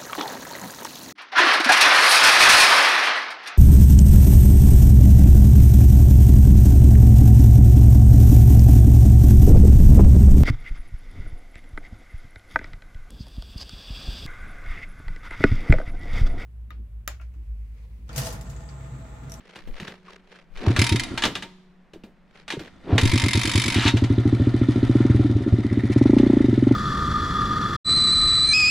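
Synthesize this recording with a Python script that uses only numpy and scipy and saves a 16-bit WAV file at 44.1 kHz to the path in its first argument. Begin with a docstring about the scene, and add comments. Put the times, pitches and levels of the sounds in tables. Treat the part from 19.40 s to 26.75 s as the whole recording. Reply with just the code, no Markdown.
"""Open ground with sand underfoot: a small single-cylinder dirt bike, heard from a camera worn by its rider.
The first kick on the starter fails and the lever clanks back; at the second the engine catches while the
starter ratchet clatters, then it idles, stumbles and is revved to pull away. Knocks and rubbing are short
bursts of filtered noise or dying tones; ratchet, machinery and exhaust follow the turns of one crankshaft."""
import sys
import numpy as np
from scipy import signal
from scipy.io import wavfile
from scipy.ndimage import uniform_filter1d

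SR = 44100
rng = np.random.default_rng(int(sys.argv[2]) if len(sys.argv) > 2 else 0)


def generate_wav(signal):
    """Clip the signal to [-1, 1] and save it as 16-bit WAV at the path in sys.argv[1]."""
    frames = np.transpose(np.atleast_2d(signal))
    scaled = np.clip(frames, -1, 1) * 32767
    pcm = np.round(scaled).astype(np.int16)
    wavfile.write(sys.argv[1], SR, pcm)


N = 324135  # samples
TIME = np.arange(N) / SR  # s

# Spectrum of small steel parts, ratchet teeth and tappet: frequency_hz, relative level_db
TOOTH_SPECTRUM = [(350, -39.5), (700, -22.5), (950, -6), (1550, -6.5), (2050, 0.5), (4300, -2.5),
                  (5500, -8.5), (8200, -14.5), (10000, -14.5), (12000, -30), (15500, -40)]


def amp(db):
    """Turns decibels into a gain."""
    return 10 ** (np.asarray(db) / 20)


def unit(x):
    """Scales to rms 1."""
    return x / np.sqrt(np.mean(x ** 2) + 1e-20)


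def curve(rows):
    """Joins (time_s, value) rows by straight lines."""
    return np.interp(TIME, *np.transpose(rows))


def add(mix, s, sound):
    """Mixes a sound in at time s."""
    part = mix[max(round(s * SR), 0):][:len(sound)]
    part += sound[:len(part)]


def swell(s, db, width):
    """A smooth rise and fall around time s, down to 37 % at width seconds either side."""
    return amp(db) * np.exp(-abs((TIME - s) / width) ** 1.86)


def response(points, size=4096):
    """Causal (minimum-phase) impulse response of energy 1, with a (frequency_hz, level_db) spectrum."""
    hz, db = np.transpose(points)
    log_bins = np.log(abs(np.fft.fftfreq(size, 1 / SR)) + 1)
    log_gain = np.log(amp(np.interp(log_bins, np.log(hz + 1), db)))
    # the Hilbert transform of the log gain gives the phase
    taps = np.fft.ifft(np.exp(np.conj(signal.hilbert(log_gain)))).real[:size // 2]
    return taps / np.linalg.norm(taps)


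def colour(x, points):
    """Filters one or two channels by a spectrum."""
    return signal.oaconvolve(np.atleast_2d(x), response(points)[None], axes=1)[:, :N]


def noise(points):
    """Steady noise of rms 1 with a spectrum."""
    return unit(colour(rng.standard_normal(N), points))


def uneven(size):
    """A random slow wander of rms 1, smoothed over size samples."""
    return unit(uniform_filter1d(rng.standard_normal(N), size=size))


def grit(count, spread_db):
    """Count tiny ticks at random times, each of its own pitch and size; rms 1."""
    t, out = np.arange(400) / SR, np.zeros(N)
    for when, pitch, size in rng.random((count, 3)):
        hz = 500 * 24 ** pitch  # 500 Hz to 12 kHz
        tick = np.sin(2 * np.pi * hz * t) * np.exp(-hz * t / 2)
        add(out, when * N / SR, hz * amp(spread_db * size ** 2) * tick)
    return unit(out)


def blows(rows, rise, decay, chatter):
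    """Each (time_s, level_db) blow is a short gritty burst of contact, with chatter that dies more slowly."""
    t, out = np.arange(SR // 10) / SR, np.zeros(N)
    shape = (1 - np.exp(-t / rise)) * (np.exp(-t / decay) + chatter * np.exp(-t / 0.019))
    for s, db in rows:
        add(out, s, amp(db) * shape / shape.max() * rng.standard_normal(len(t)))
    return out


def metal(x, t60, tail_db, ring_db, spread):
    """Blows spread through the bike: dense quick modes, a few long rings and a faint outdoor tail."""
    # Ringing engine metal: frequency_hz, level_db (ring_db is added), t60_s
    rings = [(927.5, -22, 0.24), (2100, -33, 0.45), (2420, -32.5, 0.18), (3750, -26.5, 0.11),
             (4290, -35.5, 0.35)]
    t = np.arange(SR) / SR
    decay = amp(-60 * t / t60) + amp(tail_db - 60 * t / 0.68)
    dense = rng.standard_normal((2, len(t))) * decay
    body, scatter = dense / np.linalg.norm(dense, axis=1, keepdims=True)
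    body = .5 * body
    body[0] += .87  # the direct sound
    for hz, db, ring_t60 in rings:
        ring = np.sin(2 * np.pi * hz * t) * amp(-60 * t / ring_t60)
        body = body + amp(db + ring_db) * ring / np.linalg.norm(ring)
    mid = signal.oaconvolve(x, body)[:N]
    side = signal.oaconvolve(x * rng.choice([-1, 1], N), scatter)[:N]
    side = spread * (side - 0.5 * np.roll(side, 1))  # the two ears differ most in the treble
    return np.array([mid + side, mid - side])


def crank(per_cycle=1, lag=0):
    """Times at which the turning engine passes each of per_cycle marks, lag of a mark late."""
    # The engine turning over and dying after the first kick: time_s, speed_cycles_per_s
    false_start = [(1.272, 9.2), (1.48, 7.7), (1.53, 5.6), (1.75, 4.4)]
    # From the second kick on it catches, idles, is blipped, sags and is revved: time_s, speed_cycles_per_s
    running = [(3.5255, 9.75), (3.828, 9.74), (3.904, 7.76), (3.953, 10.0), (4.359, 9.47), (4.431, 11.38),
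               (4.714, 12.69), (4.916, 13.98), (5.361, 13.82), (5.476, 15.12), (5.618, 21.53),
               (5.809, 20.08), (6.137, 16.2), (6.534, 15.66), (6.641, 23.32), (6.779, 31.07),
               (6.971, 28.18), (7.06, 24.56), (7.165, 19.87), (7.35, 26.03)]
    times = []
    for speed in false_start, running:
        t = np.arange(speed[0][0], speed[-1][0], 1 / SR)
        marks = per_cycle * np.cumsum(np.interp(t, *np.transpose(speed))) / SR
        times.append(np.interp(np.arange(lag, marks[-1], 1), marks, t))
    return np.concatenate(times)


def firings():
    """One (time_s, bark_db, thump_db) a cycle: set by the throttle, uneven at light load, upset by misfires."""
    # An open throttle barks, a shut one mostly thumps: time_s, exhaust bark_db, silencer thump_db
    throttle = [(1.27, -21, -0.5), (1.52, -38, -4.5), (1.7, -41, -26.5), (3.521, -24.5, 1),
                (3.66, -19.5, -2), (4.25, -14.5, -7), (4.538, -9, -3), (5.35, -8.5, -7), (5.5, -5.5, -5),
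                (5.649, -5.5, -7), (5.7, -11, 1.5), (5.879, -12, -9), (6.501, -8.5, -11.5),
                (6.559, -4.5, -2.5), (6.7, -3, -11), (6.91, -3.5, -19.5), (7.09, -7.5, -8),
                (7.31, -3.5, -7.5)]
    # The cold engine splutters: time_s, bark_change_db, thump_change_db
    misfires = [(4.05, -2, -13), (4.26, -6, -8), (5.95, -24, 7.5), (6.01, -7, -1.5), (6.07, 1.5, -15),
                (6.12, -15, 6.5), (6.31, -10, -0.5)]
    misfire_s, uneven_db = .02, 1.3  # reach either side of a misfire; scatter at a bark of -10 dB
    starts, (at, bark, thump) = crank(), np.transpose(throttle)
    bark, thump = np.interp(starts, at, bark), np.interp(starts, at, thump)
    for s, bark_change, thump_change in misfires:
        hit = abs(starts - s) < misfire_s
        bark = bark + bark_change * hit
        thump = thump + thump_change * hit
    light_load = np.clip(-bark / 10, 0, 1.5)
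    charge = uneven_db * rng.standard_normal((len(starts), 2)).T * light_load
    return np.transpose([starts, bark + charge[0], thump + charge[1]])


def valve_closings():
    """The exhaust valve shuts about three tenths of a cycle after it opens, or sooner at low speed."""
    open_share, longest_open_s = .297, 0.033
    starts = crank()
    cycle_s = np.append(np.diff(starts), .04)
    return starts + np.minimum(open_share * cycle_s, longest_open_s)


def surroundings():
    """Quiet outdoor air with a far drone, and soft bumps on the camera, mostly on its left."""
    # Spectrum of the open air: frequency_hz, relative level_db
    air = [(30, 4), (100, -24.5), (178, 2), (260, -13.5), (2000, -22.5), (12000, -55.5)]
    # Bumps on the camera: middle_s, relative level_db
    bump_rows = [(.31, -37.5), (1.182, -41.5), (3.68, -32)]
    soft = [(30, -5.5), (60, -42), (150, -42.5), (3000, -69.5)]  # frequency_hz, relative level_db
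    shared = noise(soft) * amp([[0], [-4]])  # left, right
    separate = np.vstack([noise(soft), noise(soft)])
    bumps = sum(swell(s, db, 0.064) for s, db in bump_rows) * (shared + 1.7 * separate)
    return amp(-57.0) * (noise(air) + .5 * np.vstack([noise(air), noise(air)])) + bumps


def scuffs():
    """Rubbing sticks and slips in uneven clumps, and sand crunches grain by grain."""
    # Shoes on sand and sleeves rubbing: middle_s, relative level_db, half_length_s
    rubs = [(0.145, -52.5, 0.11), (0.448, -46.5, 0.087), (0.708, -53, 0.063), (0.949, -53, 0.068),
            (1.279, -39, 0.078), (2.978, -54.5, 0.054), (3.262, -54, 0.053)]
    # Spectrum of rubbing cloth, soles and steel: frequency_hz, relative level_db
    sand = [(200, -19), (400, 8.5), (900, 1), (1600, 3), (3800, 0.5), (5000, -7.5), (10500, -25.5),
            (15500, -49)]
    clumps = unit(amp(5.3 * uneven(250)))
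    grains = .5 * grit(count=14000, spread_db=8) + rng.standard_normal(N)
    rub = sum(swell(*row) for row in rubs) * clumps * grains
    return colour(metal(rub, 0.0027, -47.5, -6.0, 0.8), sand)


def knocks():
    """A hollow knock is one quickly dying note that sags in pitch."""
    # Sole, stones and plastic panels, each with its own note: start_s, pitch_hz (at first), relative level_db
    knock_rows = [(0.424, 199, -26), (0.682, 1210, -36.5), (2.559, 382, -31), (2.638, 240, -30.5),
                  (3.137, 344, -22), (3.169, 444, -23.5), (3.176, 165, -22.5), (3.206, 376, -28)]
    rise_s, decay_s, sag_per_s = 0.00076, 0.0083, 7.2
    t, out = np.arange(SR // 10) / SR, np.zeros(N)
    shape = (1 - np.exp(-t / rise_s)) * np.exp(-t / decay_s)
    for s, hz, db in knock_rows:
        add(out, s, amp(db) * shape * np.sin(2 * np.pi * hz * t / (1 + sag_per_s * t)))
    return out


def springs():
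    """A heavy jolt leaves the springs and frame singing faintly, as slowly dying sines."""
    # Notes of springs and frame: pitch_hz, level_db (relative to the jolt), t60_s
    notes = [(184, -2, 2.4), (370, -8, 1.8)]
    # Heavy jolts: start_s, level_db
    jolts = [(.423, -45), (1.852, -41)]
    t, out = np.arange(2 * SR) / SR, np.zeros(N)
    for s, jolt_db in jolts:
        for hz, db, t60 in notes:
            add(out, s, amp(jolt_db + db - 60 * t / t60) * np.sin(2 * np.pi * hz * t))
    return out


def clanks():
    """Lever and pedals hit their stops or grind: steel rings and the frame thuds."""
    # Clanks of lever, pedal and frame: start_s, relative ring_db, relative thud_db
    clank_rows = np.array([(0.157, -36, -44), (0.274, -48, -41.5), (0.399, -33, -36), (0.479, -36, -39.5),
                           (1.172, -38.5, -70), (1.3631, -16, -26.5), (1.776, -18, -55), (1.8213, -18, -51),
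                           (1.8367, -12.5, -24), (1.852, -13.5, -25), (1.953, -21, -36),
                           (2.023, -27, -39.5), (2.534, -43.5, -44), (2.636, -45.5, -43),
                           (3.0795, -28, -49), (3.1026, -21, -47), (3.1226, -26, -39), (3.1933, -34, -35.5),
                           (3.5798, -11, -22.5), (4.569, -23, -39), (4.639, -27, -55), (6.784, -29.5, -55)])
    # Teeth grinding over their tips as the lever is let up: time_s, relative level_db
    grind_level = [(4.31, -53), (4.35, -29.5), (4.45, -27), (4.485, -19), (4.53, -43)]
    # Spectrum of the steel lever: frequency_hz, relative level_db
    lever_spectrum = [(240, -26), (400, -15), (914, -2), (3850, -3), (10700, -27), (15500, -47)]
    # Spectrum of the thudding frame: frequency_hz, relative level_db
    thud_spectrum = [(40, -15), (260, -5), (600, -13.5), (3000, -47)]
    grinding = (grind_level[0][0] < TIME) * (TIME < grind_level[-1][0])
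    scrape = unit(grit(count=20000, spread_db=9.5) + rng.standard_normal(N))
    grind = amp(curve(grind_level)) * grinding * scrape
    struck = amp(-2.5) * blows(clank_rows[:, [0, 1]], 0.00037, 0.0036, 1.0)
    ring = colour(metal(struck + grind, 0.034, -23.5, -1, 0.56), lever_spectrum)
    thud = colour(blows(clank_rows[:, [0, 2]], 0.00059, 0.039, 0.25), thud_spectrum)
    return ring + amp(-1.0) * thud


def ratchet():
    """While the lever is held down, the engine skips over five teeth in every cycle; each tooth bounces."""
    # Lever held on its ratchet: start_s, end_s, relative level_db, fade_db_per_s (negative grows)
    held = [(1.379, 1.65, -19.5, 25), (3.592, 4.35, -24, -1.5)]
    lag_teeth, scatter_db = 0.24, 1.54  # the clicks trail the firing; their strength varies
    bounce_s, bounce_db = .003, -8  # mean delay and relative level of the second strike
    teeth = crank(5, lag_teeth)
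    clicks = [(s, db - fade * (s - start) + scatter_db * rng.standard_normal())
              for start, end, db, fade in held for s in teeth if start < s < end]
    bounces = [(s + bounce_s * (.5 + rng.random()), db + bounce_db) for s, db in clicks]
    strikes = blows(clicks + bounces, 0.00043, 0.0046, 0.079)
    return amp(3.5) * colour(metal(strikes, 0.026, -22, 5.7, 0.63), TOOTH_SPECTRUM)


def whirr():
    """The kick spins the gear train, which growls in the cases as a swell of low noise."""
    # Full swings of the starter lever: middle_s, level_db
    kicks = [(1.273, -27.5), (3.536, -23.5)]
    growl = noise([(60, -19.0), (220, 1.5), (400, 0.0), (600, -9.5), (4000, -32.5), (15000, -83)])
    return sum(swell(s, db, 0.048) for s, db in kicks) * growl


def machinery(cycles):
    """Chain and gears churn and throb each cycle, a tappet ticks as the valve seats, the intake hisses and rasps."""
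    # Rubbing and churning of the moving parts: time_s, relative level_db
    churn_level = [(1.1, -78), (1.35, -36), (1.9, -43), (2.3, -92.5), (3.4, -55), (3.6, -36.5), (4.7, -40),
                   (5.55, -38.5), (6.05, -42), (7.35, -42)]
    # Air drawn in as the throttle opens: time_s, relative level_db
    intake_level = [(5.9, -89), (6.3, -44.5), (7.1, -50)]
    # Rasp of each intake stroke, strongest as the throttle is snatched open: time_s, relative level_db
    rasp_level = [(6.42, -59), (6.52, -39.5), (6.6, -42.5), (6.78, -61)]
    # Spectrum of valve gear and crankcase: frequency_hz, relative level_db
    casing = [(290, 2), (500, -8), (997, -12), (2010, -15), (2460, -21.5), (3680, -18.5), (5200, -29.5),
              (10500, -42), (15500, -68.5)]
    clatter = 0.47  # loose ticks of chain and gears, beside their churn
    closings = valve_closings()
    level = amp(curve(churn_level))
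    tappet = [(s, 3 * rng.standard_normal()) for s in closings]
    ticks = blows(tappet, 0.00092, 0.0019, 0.12)
    throb, strokes = np.zeros(N), np.zeros(N)
    for (s, bark_db, _), shut in zip(cycles, closings):
        add(throb, s, amp(bark_db) * np.exp(-np.arange(SR // 10) / SR / 0.053))
        stroke = signal.windows.tukey(round((shut - s) * 1.5 * SR))
        add(strokes, shut, stroke)  # the intake opens as the exhaust shuts
    rattle = amp(2 * uneven(300))
    parts = rattle * rng.standard_normal(N) + clatter * grit(count=3000, spread_db=15)
    churn = level * parts * (1 + throb)
    hiss = noise([(1200, -38), (1750, -6.5), (2000, 1.0), (2300, -11.5), (3200, -51)])
    intake = amp(curve(intake_level)) * rattle * hiss
    rasp = amp(curve(rasp_level)) * strokes * rattle * rng.standard_normal(N)
    gears = amp(1.8) * colour(metal(churn, 0.078, -32.5, -4, 0.63), casing)
    valves = colour(metal(amp(-3) * level * ticks + rasp, 0.021, -45.5, -2, .55), TOOTH_SPECTRUM)
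    return gears + intake + valves


def exhaust(cycles):
    """Each cycle barks and rings the silencer; the closing valve checks the swing and, throttle shut, puffs most."""
    # Spectrum of the exhaust pipe: frequency_hz, relative level_db
    bark_spectrum = [(110, -44.5), (205, 2), (262, 10), (300, 7.5), (395, -0.5), (465, -24), (570, -10),
                     (720, -33), (870, -28), (1300, -54), (3000, -71)]
    # Most swing the silencer keeps once the valve has shut, on the thump scale: time_s, level_db
    tail = [(4.55, 15), (5.0, -6), (6.1, -8)]
    silencer_hz, silencer_t60_s, thump_rise_s = 119.9, 0.19, 0.002
    gulp_db, gulp_hz, gulp_decay_s = -15.5, 58.3, 0.0099  # slug of gas leaving the pipe, relative to the bark
    soft_pop_s = 0.00037  # blunting of a weak charge's edge, at a bark of -7 dB or less
    t, out = np.arange(SR // 5) / SR, np.zeros(N)
    pipe = response(bark_spectrum)
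    pop = -pipe / abs(pipe).max()
    around = t[:SR // 500] - 1 / 1000  # s from the middle of the blunting window
    rise = 1 - np.exp(-(t / thump_rise_s) ** 2)
    for (s, bark_db, thump_db), shut in zip(cycles, valve_closings()):
        load = np.clip((bark_db + 10.5) / 4, 0, 1)
        blunt = np.exp(-.5 * (around / (soft_pop_s * np.clip(-bark_db / 7, 1 / 10, 1))) ** 2)
        add(out, s - .0015, amp(bark_db + 1.9) * np.convolve(pop, blunt / blunt.sum()))
        gulp = rise * np.sin(2 * np.pi * gulp_hz * t) * np.exp(-t / gulp_decay_s)
        add(out, s, amp(bark_db + gulp_db) * gulp)

        # the open valve adds the cylinder's volume to the silencer and, at light load, lowers its note
        since = t - (shut - s)
        closed = np.clip(since / 0.0041 + 1, 0, 1)
        hz = silencer_hz * (1 - 0.22 * (1 - load) * (1 - closed))
        loudest = max(amp(bark_db), amp(thump_db))
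        puff = min(amp(-11.5 + 1.76 * rng.standard_normal()), loudest) * (1 - 0.5 * load)
        fading = closed * amp(-60 * since / silencer_t60_s)
        excess_db = min(np.interp(s, *np.transpose(tail)) - thump_db, 0)
        checked_db = excess_db * np.clip(since * silencer_hz, 0, 1)  # takes hold within one swing
        thump = amp(thump_db - 5.0 + checked_db - 60 * t / silencer_t60_s) * rise
        swing = thump + 0.21 * puff * fading
        add(out, s + 0.00097, -swing * np.sin(2 * np.pi * np.cumsum(hz) / SR))

        add(out, s, puff * np.exp(-(since / 0.0025) ** 2) * np.cos(2 * np.pi * 260 * since))
        # turbulent gas behind the pop
        rush = signal.fftconvolve(rng.standard_normal(len(t)) * np.exp(-t / 0.028), pipe)
        add(out, s, amp(-11) * puff * rush)
    return signal.sosfilt(signal.butter(2, 34, "high", fs=SR, output="sos"), out)


def scene():
    """The exhaust sits in the middle, the metal noises spread around it."""
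    cycles = firings()
    background = surroundings() + scuffs() + knocks() + springs()
    starter = clanks() + ratchet() + whirr()
    return background + starter + machinery(cycles) + exhaust(cycles)


def record(dry):
    """The loudest peaks round off in the microphone; then the camera's band limit."""
    ceiling, edge_hz = .9, 15700
    rounded = dry / (1 + (dry / ceiling) ** 4) ** .25
    low_pass = signal.firwin(511, edge_hz, window=("kaiser", 9), fs=SR)
    return signal.oaconvolve(rounded, low_pass[None], "same", axes=1)


dry = scene()
out = record(dry)
generate_wav(out)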